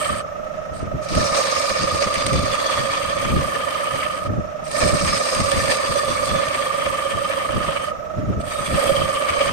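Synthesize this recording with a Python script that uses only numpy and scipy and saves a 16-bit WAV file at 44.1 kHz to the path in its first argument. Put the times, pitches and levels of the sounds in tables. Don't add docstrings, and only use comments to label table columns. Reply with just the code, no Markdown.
import sys
import numpy as np
from scipy import signal
from scipy.fft import rfft, irfft, next_fast_len
from scipy.io import wavfile
from scipy.ndimage import uniform_filter1d

SR = 44100
rng = np.random.default_rng(int(sys.argv[2]) if len(sys.argv) > 2 else 0)


def generate_wav(sig):
    pcm = np.round(np.clip(np.atleast_2d(sig).T, -1, 1) * 32767).astype(np.int16)
    wavfile.write(sys.argv[1], SR, pcm)


N = 419832

# place on the plate/0-1,
# and at full bite rasp/dB, edge/dB, spray/dB, dust against spray/dB
STROKES = [(-.4, 0.22, .05, 0.23, 0.76, 0.85, -28, -30, -37, -40.5, -45, -43, -4, -5.5),
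           (.735, 0.84, 0.35, .06, .92, 0.96, -35, -35, -37, -39, -48, -47, -5, -14),
           (1.021, 4.28, 0.038, 0.29, 0.01, .95, -29.5, -30.5, -31, -42, -49, -51.5, -1.5, 1.5),
           (4.645, 7.915, 0.056, 0.21, 0.02, 0.96, -29, -31.5, -31.5, -44, -42.5, -52.5, -5, 0.5),
           (8.402, 9.69, 0.21, .1, 0.6, .98, -30, -29, -38.5, -41, -44, -52, -0.5, -1)]
# t/s, half-width/s, cut/dB, low drone/dB, upper drone/dB
DIGS = [(0.097, 0.042, 0, 2.5, 5), (1.193, 0.078, 0.5, 4.5, 3.5), (1.376, 0.037, 6, 8.5, 1),
        (2.022, 0.019, 3.5, 5.5, -1), (3.552, 0.021, 3, 5.5, 3), (4.84, 0.094, 4, 6.5, 2),
        (1.6, 0.15, 2, 0.5, -1.5), (2.705, 0.17, 1.5, 1, 1.5), (5.207, .02, 0, 7, 0),
        (5.23, 0.11, 1.5, 0, -1.5), (5.34, .015, 0, 5, 0), (5.721, .04, 6, 7, -4.5),
        (5.988, 0.044, 1.5, 4, 3), (6.37, .05, 1, 4, 2.5), (7.86, 0.028, 5, -4, 1),
        (8.434, 0.012, -10, 1, 5), (8.667, .012, 5, 0.5, 0.5), (8.856, 0.13, 3, 9, 1), (9.2, .2, 0.5, 2, 2),
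        (9.298, .012, 5, 0, 2), (9.425, 0.055, 6, 6, 4)]
# t/s, level/dB
CATCHES = [(.792, -43), (1.0889, -31), (1.1516, -20.5), (1.4671, -27), (2.0114, -32), (2.1405, -20.5),
           (2.265, -17.5), (2.3307, -23), (2.391, -29), (3.0973, -32), (3.2205, -30), (4.714, -26),
           (5.0474, -23), (5.175, -20.5), (5.3486, -19.5), (5.4025, -21), (5.516, -18), (5.6391, -24),
           (5.7059, -25), (5.769, -23), (5.9604, -29), (8.4123, -36), (8.9615, -27)]
# f/Hz at place 0, glide/Hz across the plate, width/Hz, top level/dB against the rasp,
# loudest place/0-1, travel from there to lose 10 dB/share of the plate
PLATE_MODES = [(1806, -20, 65, -8, 0.4, 2), (2318, -39.5, 110, -9.5, 0.2, 2),
               (3620, -600, 140, -8.5, 0.8, 0.45), (3480, -60, 42, -11.5, 0.44, 0.35)]
# the same columns, level/dB against the edge hiss
TOOL_MODES = [(4760, -130, 80, -4.5, .36, 0.42), (4760, -50, 100, -9.5, .85, .4),
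              (5260, -150, 85, -7, 0.11, 0.14), (5700, -100, 87, -8, .02, .06),
              (5990, -100, 75, -13, .3, 0.5), (6520, -300, 130, -11, .08, .3),
              (6390, -30, 130, -10, .6, .6), (5500, -2300, 260, -11, 0.4, 0.4),
              (4300, 60, 140, -11, 0.45, .3)]
# f/Hz, relative level/dB
RASP_EQ = [(250, 6), (400, -11), (850, -1.5), (1100, 6), (1500, -1), (2500, -0.5), (3300, -3.5),
           (4200, -19), (5500, -47)]
EDGE_EQ = [(2800, -31), (3800, 1.5), (4800, 1), (6000, -4.5), (7000, -6), (8000, -16.5), (9500, -22)]
SPRAY_EQ = [(5500, -27), (7200, 1), (8200, 6.5), (9200, -3.5), (10500, -13), (12000, -26)]
DUST_EQ = [(9000, -6), (10800, -2.5), (12000, -5), (14000, -5), (14900, -11), (15300, -20), (16000, -32)]
CRACK_EQ = [(1000, -8), (1800, 3), (2500, 1.5), (4700, -0.5), (6400, -5), (7400, -12), (8600, -6.5),
            (11000, -20), (15500, -28)]
# t/s, turn rate/Hz
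MOTOR_SPEED = [(0.0, 26.33), (0.2, 26.44), (0.45, 26.9), (0.9, 27.03), (1.1, 26.55), (1.35, 25.74),
               (2.0, 25.44), (2.7, 25.63), (3.5, 25.5), (4.15, 25.94), (4.4, 26.89), (4.62, 26.83),
               (4.85, 25.87), (5.5, 25.33), (6.2, 25.37), (7.0, 25.42), (7.8, 25.8), (8.05, 26.81),
               (8.4, 26.9), (8.75, 25.88), (9.1, 25.3), (9.52, 25.21)]
# multiple of motor speed, width/Hz, free trim/dB, loaded trim/dB, throb depth/0-1,
# pan/dB left over right
LOW_BANDS = [(22.82, 23.4, -3.5, -9.5, 0.44, -11.5), (21.49, 20.6, -10, -3.5, 0.23, -9),
             (23.87, 76, -8, -5.5, 0.08, -6), (20.24, 68, -10.5, -10, 0, -2.5)]
UPPER_BANDS = [(47.47, 40, -0.5, 0.5, 0.56, -3.5), (44.2, 47, -9, -17, 0.31, -5.5),
               (68, 49, -18, -22, 0.97, -4.5)]
# f/Hz, level/dB before WHINE_GAIN_DB
WHINE_LINES = [(5281, -75), (5529, -75.5), (6062, -72.5), (6783, -73.5), (11418, -94), (12016, -79.5),
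               (12608, -78.5)]
# f/Hz, relative level/dB
WHIRR_EQ = [(150, 9), (300, -7), (450, -7), (800, -3.5), (1500, -6), (2500, -10), (4500, -23.5),
            (6000, -20), (8000, -34.5), (10500, -52)]
# t/s, peak level/dB, time to fall 20 dB/s
GUSTS = [(.12, -27, .12), (.727, -33, .08), (.83, -29, .12), (.88, -30, .06), (.957, -24, .1),
         (1.121, -21, .05), (1.178, -17.5, .1), (1.327, -28, .08), (1.72, -32, .1), (1.835, -24.5, .09),
         (1.948, -28, .08), (2.071, -25, .05), (2.182, -28, .08), (2.27, -24, .06), (2.351, -18.5, .14),
         (2.431, -21, .06), (2.509, -26, .05), (2.8, -26, .1), (3.083, -31, .1), (3.183, -31, .08),
         (3.27, -26, .15), (3.346, -16, .14), (3.94, -33, .1), (4.305, -19.5, .12), (4.382, -20, .07),
         (4.851, -17.5, .1), (4.939, -20, .08), (5.05, -22, .14), (5.13, -27, .08), (5.398, -20, .1),
         (5.565, -20, .1), (5.63, -25, .05), (5.685, -25, .06), (5.906, -26, .1), (6.105, -28, .12),
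         (6.21, -31, .05), (6.325, -21, .1), (6.883, -33, .1), (7.158, -27, .08), (7.565, -19.5, .1),
         (7.685, -26, .06), (8.195, -20, .08), (8.23, -20, .06), (8.296, -18, .12), (8.385, -19, .07),
         (8.461, -30, .06), (8.6, -31, .1), (8.73, -19, .1), (8.874, -27, .05), (8.918, -27, .07),
         (9.01, -24, .12), (9.31, -30, .08), (9.5, -30, .3)]
# f/Hz, relative level/dB
RUMBLE_EQ = [(15, 3.0), (30, -11.5), (70, 1), (120, -0.5), (200, -5.0), (350, -14.5), (600, -23.5)]
FLUTTER_EQ = [(100, -20), (200, 0.5), (350, -9), (600, -16), (900, -35)]
# f/Hz, level/dB against the left
RIGHT_PORT_EQ = [(6000, 0), (7880, 2), (8060, 15), (9130, 14.5), (9400, 10), (10000, 7), (10600, 1.5),
                 (13000, 0)]

SPINDLE_HZ, SPINDLE_START_TURN = 15.7, 0.14
FIRST_BITE, SHORTEST_BITE_S = 0.4, .2
SLOW_ENDS = .6
TOUCH_DB, EASED_DB = (-13, -13, -9.5), (-11, -8.5, -9)
RING_WANDER, RING_BURST_DB, RING_FADE_DB, RING_TURN_DB = .005, 2.5, 1.2, 1.25
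TICK_TURN, TICK_DB, TICK_SPREAD_DB = .7, -38, 3.5
FREE_HZ, LOADED_HZ, MOTOR_START_TURN = 26.9, 25.5, .44
DRONE_FREE_DB, DRONE_BITING_DB, DRONE_TRAVEL_DB = (-31.5, -36.5), (-26.5, -26), (-2, -2)
DRONE_LAG_S, EASED_EFFORT_LOSS = 0.037, 0.48
PLATE_THROB_DB, PLATE_THROB_TURN = 2.4, .06
WHINE_GAIN_DB, CARRIER_HZ, CARRIER_DB = 7.5, 12016, -75
WHIRR_DB, BREEZE_DB = -40.5, -41.5
GUST_RISE_SHARE = 0.67
CUTOFF_HZ = 15760


def cut():
    rasp_db, edge_db, spray_db, dust_db = cut_levels()
    angle = plate_angle()
    grain_db = 0.72 * np.cos(angle)
    pressure_db = 0.55 * drift(6.6) + 0.32 * np.cos(4 * angle + 1.5) + 0.37 * np.cos(3 * angle + 0.66)
    tearing, clumps = drift(156), drift(31)
    noise = rng.standard_normal((4, 2, N))
    ring_drive = from_db(0.43 * tearing + 0.73 * clumps)
    rasp = colour(noise[0] * from_db(1.7 * tearing + 2.0 * clumps), RASP_EQ)
    rasp += ring_drive * rings(PLATE_MODES, angle)
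    edge = colour(noise[1] * from_db(1.26 * tearing + 0.21 * clumps + 0.41 * drift(9.8)), EDGE_EQ)
    edge += ring_drive * rings(TOOL_MODES, angle)
    spray = colour(noise[2] * from_db(0.87 * tearing + 0.41 * drift(30)), SPRAY_EQ)
    dust = colour(noise[3] * from_db(0.46 * tearing + 0.9 * drift(28) + .8 * drift(4)), DUST_EQ)
    mix = from_db(rasp_db + grain_db) * rasp + from_db(edge_db + .4 * grain_db) * edge
    mix += from_db(spray_db) * (spray + from_db(dust_db) * dust)
    return contact() * from_db(pressure_db) * fibre_texture(mix, depth_db=1.5)


def strokes():
    t = np.arange(N) / SR
    table = np.array(STROKES)
    handovers = (table[1:, 0] + table[:-1, 1]) / 2
    start, end, attack_s, release_s, *pairs = table[np.searchsorted(handovers, t)].T
    since = t - start - 1 / SPINDLE_HZ
    biting = (since > 0) * (end - start > SHORTEST_BITE_S)
    bite = biting * (1 - (1 - FIRST_BITE) * np.exp(-np.maximum(since, 0) / attack_s))
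    easing = np.clip(1 - (end - t) / release_s, 0, 1) ** 2
    done = np.clip((t - start) / (end - start), 0, 1)
    done -= SLOW_ENDS * np.sin(2 * np.pi * done) / (2 * np.pi)
    place, *levels_db = (first + (last - first) * done for first, last in zip(pairs[::2], pairs[1::2]))
    return bite, easing, np.clip(place, 0, 1), np.array(levels_db)


def contact(fade_s=0.02):
    t = np.arange(N) / SR
    return sum(np.clip(np.minimum(t - start, end - t) / fade_s + .5, 0, 1) for start, end, *_ in STROKES)


def digs():
    return control_rate(lambda t: sum(
        np.outer(push_db, np.exp(-((t - at) / width_s) ** 2)) for at, width_s, *push_db in DIGS))


def cut_levels():
    bite, easing, _, full_db = strokes()
    levels_db = full_db[:-1] + np.outer(TOUCH_DB, 1 - bite) + np.outer(EASED_DB, easing) + digs()[0]
    return *levels_db, full_db[-1]


def plate_angle():
    return 2 * np.pi * (SPINDLE_HZ * np.arange(N) / SR + SPINDLE_START_TURN)


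def rings(modes, angle):
    place = strokes()[2]
    out = 0
    for start_hz, glide_hz, width_hz, top_db, sweet_spot, reach in modes:
        hz = (start_hz + glide_hz * place) * (1 + RING_WANDER * drift(2.5)[0])
        level_db = top_db - 10 * ((place - sweet_spot) / reach) ** 2
        motion_db = RING_BURST_DB * drift(12.7) + RING_FADE_DB * drift(1.1) + RING_TURN_DB * np.cos(angle)
        out += from_db(level_db + motion_db) * narrow_noise(np.cumsum(hz) / SR, width_hz)
    return out


def fibre_texture(x, depth_db):
    size = next_fast_len(N)
    spectrum = rfft(x, size)
    khz = np.arange(1, size // 2 + 2) * SR / size / 1000
    half_octaves = np.clip(2 * np.log2(khz), 0, 6)
    slices = (irfft(spectrum * np.clip(1 - abs(half_octaves - k), 0, 1), size)[:, :N] for k in range(7))
    return sum(part * from_db(depth_db * drift(29.0)) for part in slices)


def catches(t60_s):
    crack = colour(rng.standard_normal((2, N)), CRACK_EQ)
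    turns = np.arange(1, int(SPINDLE_HZ * N / SR)) + TICK_TURN - SPINDLE_START_TURN
    ticks = (turns / SPINDLE_HZ * SR).astype(int)
    tick_db = TICK_DB + TICK_SPREAD_DB * rng.standard_normal(N)[:len(ticks)]
    bite = strokes()[0] * contact()
    hits = np.zeros(N)
    hits[ticks] = from_db(tick_db) * bite[ticks]
    for at, level_db in CATCHES:
        hits[round(at * SR)] = from_db(level_db)
    decay = from_db(-60 / (t60_s * SR))
    return signal.lfilter([1], [1, -decay], hits + 1e-18) * crack


def squeak(at_s, half_width_s, hz, level_db):
    t = np.arange(N) / SR
    swell = np.exp(-((t - at_s) / half_width_s) ** 2)
    return from_db(level_db) * swell * narrow_noise(hz * t, width_hz=25)


def motor():
    speed = np.interp(np.arange(N) / SR, *np.transpose(MOTOR_SPEED))
    turns = MOTOR_START_TURN + np.cumsum(speed) / SR
    load = np.clip((FREE_HZ - speed) / (FREE_HZ - LOADED_HZ), 0, 1)
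    low_db, upper_db = drone_levels()
    low_db += PLATE_THROB_DB * load * np.cos(plate_angle() + 2 * np.pi * PLATE_THROB_TURN)
    low = drone(LOW_BANDS, turns, load, low_db, steadiness=.2)
    upper = drone(UPPER_BANDS, turns, load, upper_db, steadiness=.3)
    return low + upper + whine(load)


def drone(bands, turns, load, level_db, steadiness):
    throb = np.cos(2 * np.pi * turns) + 0.21 * np.cos(4 * np.pi * turns + 0.48)
    out = 0
    for multiple, width_hz, free_db, loaded_db, depth, pan_db in bands:
        gain = from_db(free_db + (loaded_db - free_db) * load) * panned(pan_db)
        band = rms_one(narrow_noise(multiple * turns, width_hz))
        out += gain * (1 + depth * throb) * compress(band, window_s=.02, amount=steadiness)
    return from_db(level_db) * out


def drone_levels():
    bite, easing, place, _ = strokes()
    effort = bite * (1 - EASED_EFFORT_LOSS * easing) * contact()
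    lag = np.exp(-1 / (DRONE_LAG_S * SR))
    effort = signal.lfilter([1 - lag], [1, -lag], effort, zi=[lag * effort[0]])[0]
    level_db = np.outer(DRONE_FREE_DB, 1 - effort) + np.outer(DRONE_BITING_DB, effort)
    return level_db + np.outer(DRONE_TRAVEL_DB, place * effort) + digs()[1:]


def whine(load):
    t = np.arange(N) / SR
    lines = 0
    for hz, level_db in WHINE_LINES:
        tone = 0.63 * np.sin(2 * np.pi * hz * t) + 0.96 * narrow_noise(hz * t, width_hz=45)
        lines += from_db(level_db + WHINE_GAIN_DB) * tone
    carrier = from_db(CARRIER_DB) * load * narrow_noise(CARRIER_HZ * t, width_hz=4)
    return panned(-1.5) * lines + panned(-14) * carrier


def buffeting():
    gust_db = control_rate(gust_level)[0]
    lumps = from_db(gust_db + 2.5 * drift(42))
    shared, own = rng.standard_normal(N), rng.standard_normal((2, N))
    air = .5 * np.array([shared, np.roll(shared, 110)]) + own
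    rumble = compress(colour(air, RUMBLE_EQ), window_s=.03, amount=.6)
    flutter = from_db(-15.5 + 0.18 * (gust_db + 20.0)) * colour(air, FLUTTER_EQ)
    return lumps * (rumble + flutter)


def gust_level(t):
    power = from_db(BREEZE_DB) ** 2
    for at, peak_db, fall_s in GUSTS:
        drop_db = 20 * np.maximum(t - at, (at - t) / GUST_RISE_SHARE) / fall_s
        power += from_db(peak_db - drop_db) ** 2
    return 10 * np.log10(power)


def whirr():
    flicker_db = 1.3 * drift(25)
    return from_db(WHIRR_DB + flicker_db) * colour(rng.standard_normal((2, N)), WHIRR_EQ)


def from_db(db):
    return 10 ** (np.asarray(db) / 20)


def rms_one(x):
    return x / np.sqrt(np.mean(x ** 2) + 1e-20)


def panned(pan_db):
    return from_db([[pan_db / 2], [-pan_db / 2]])


def drift(rate_hz, channels=1):
    pole = np.exp(-2 * np.pi * rate_hz * 20 / SR)
    noise = rng.standard_normal((channels, N // 20 + 2002))
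    slow = signal.lfilter([1], [1, -2 * pole, pole * pole], noise)[:, 2000:]
    return np.array([np.interp(np.arange(N) / 20, np.arange(len(row)), row) for row in rms_one(slow)])


def narrow_noise(cycles, width_hz):
    angle = 2 * np.pi * cycles
    return drift(width_hz, channels=2) * np.cos(angle) + drift(width_hz, channels=2) * np.sin(angle)


def eq_gains(curve, size, outside_db):
    hz = np.maximum(np.arange(size // 2 + 1) * SR / size, 1)
    curve_hz, level_db = np.transpose(curve)
    return from_db(np.interp(np.log(hz), np.log(curve_hz), level_db, left=outside_db, right=outside_db))


def colour(x, curve):
    size = next_fast_len(N)
    return rms_one(irfft(rfft(x, size) * eq_gains(curve, size, outside_db=-80), size)[:, :N])


def compress(x, window_s, amount):
    power = uniform_filter1d(x ** 2, int(window_s * SR))
    return rms_one(x / (power + .03) ** (amount / 2))


def control_rate(envelope):
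    t = np.arange(0, N + 32, 32) / SR
    return np.array([np.interp(np.arange(N) / SR, t, row) for row in np.atleast_2d(envelope(t))])


def scene():
    lathe = whirr() + motor()
    gouge = cut() + catches(t60_s=0.03) + squeak(at_s=8.565, half_width_s=.05, hz=3750, level_db=-40)
    return lathe + gouge + buffeting()


def record(dry):
    size = next_fast_len(N + 4096)
    right = irfft(rfft(dry[1], size) * eq_gains(RIGHT_PORT_EQ, size, outside_db=0), size)[:N]
    low_pass = signal.ellip(14, .5, 70, CUTOFF_HZ, fs=SR, output="sos")
    return signal.sosfilt(low_pass, [dry[0], right])


dry = scene()
out = record(dry)
generate_wav(out)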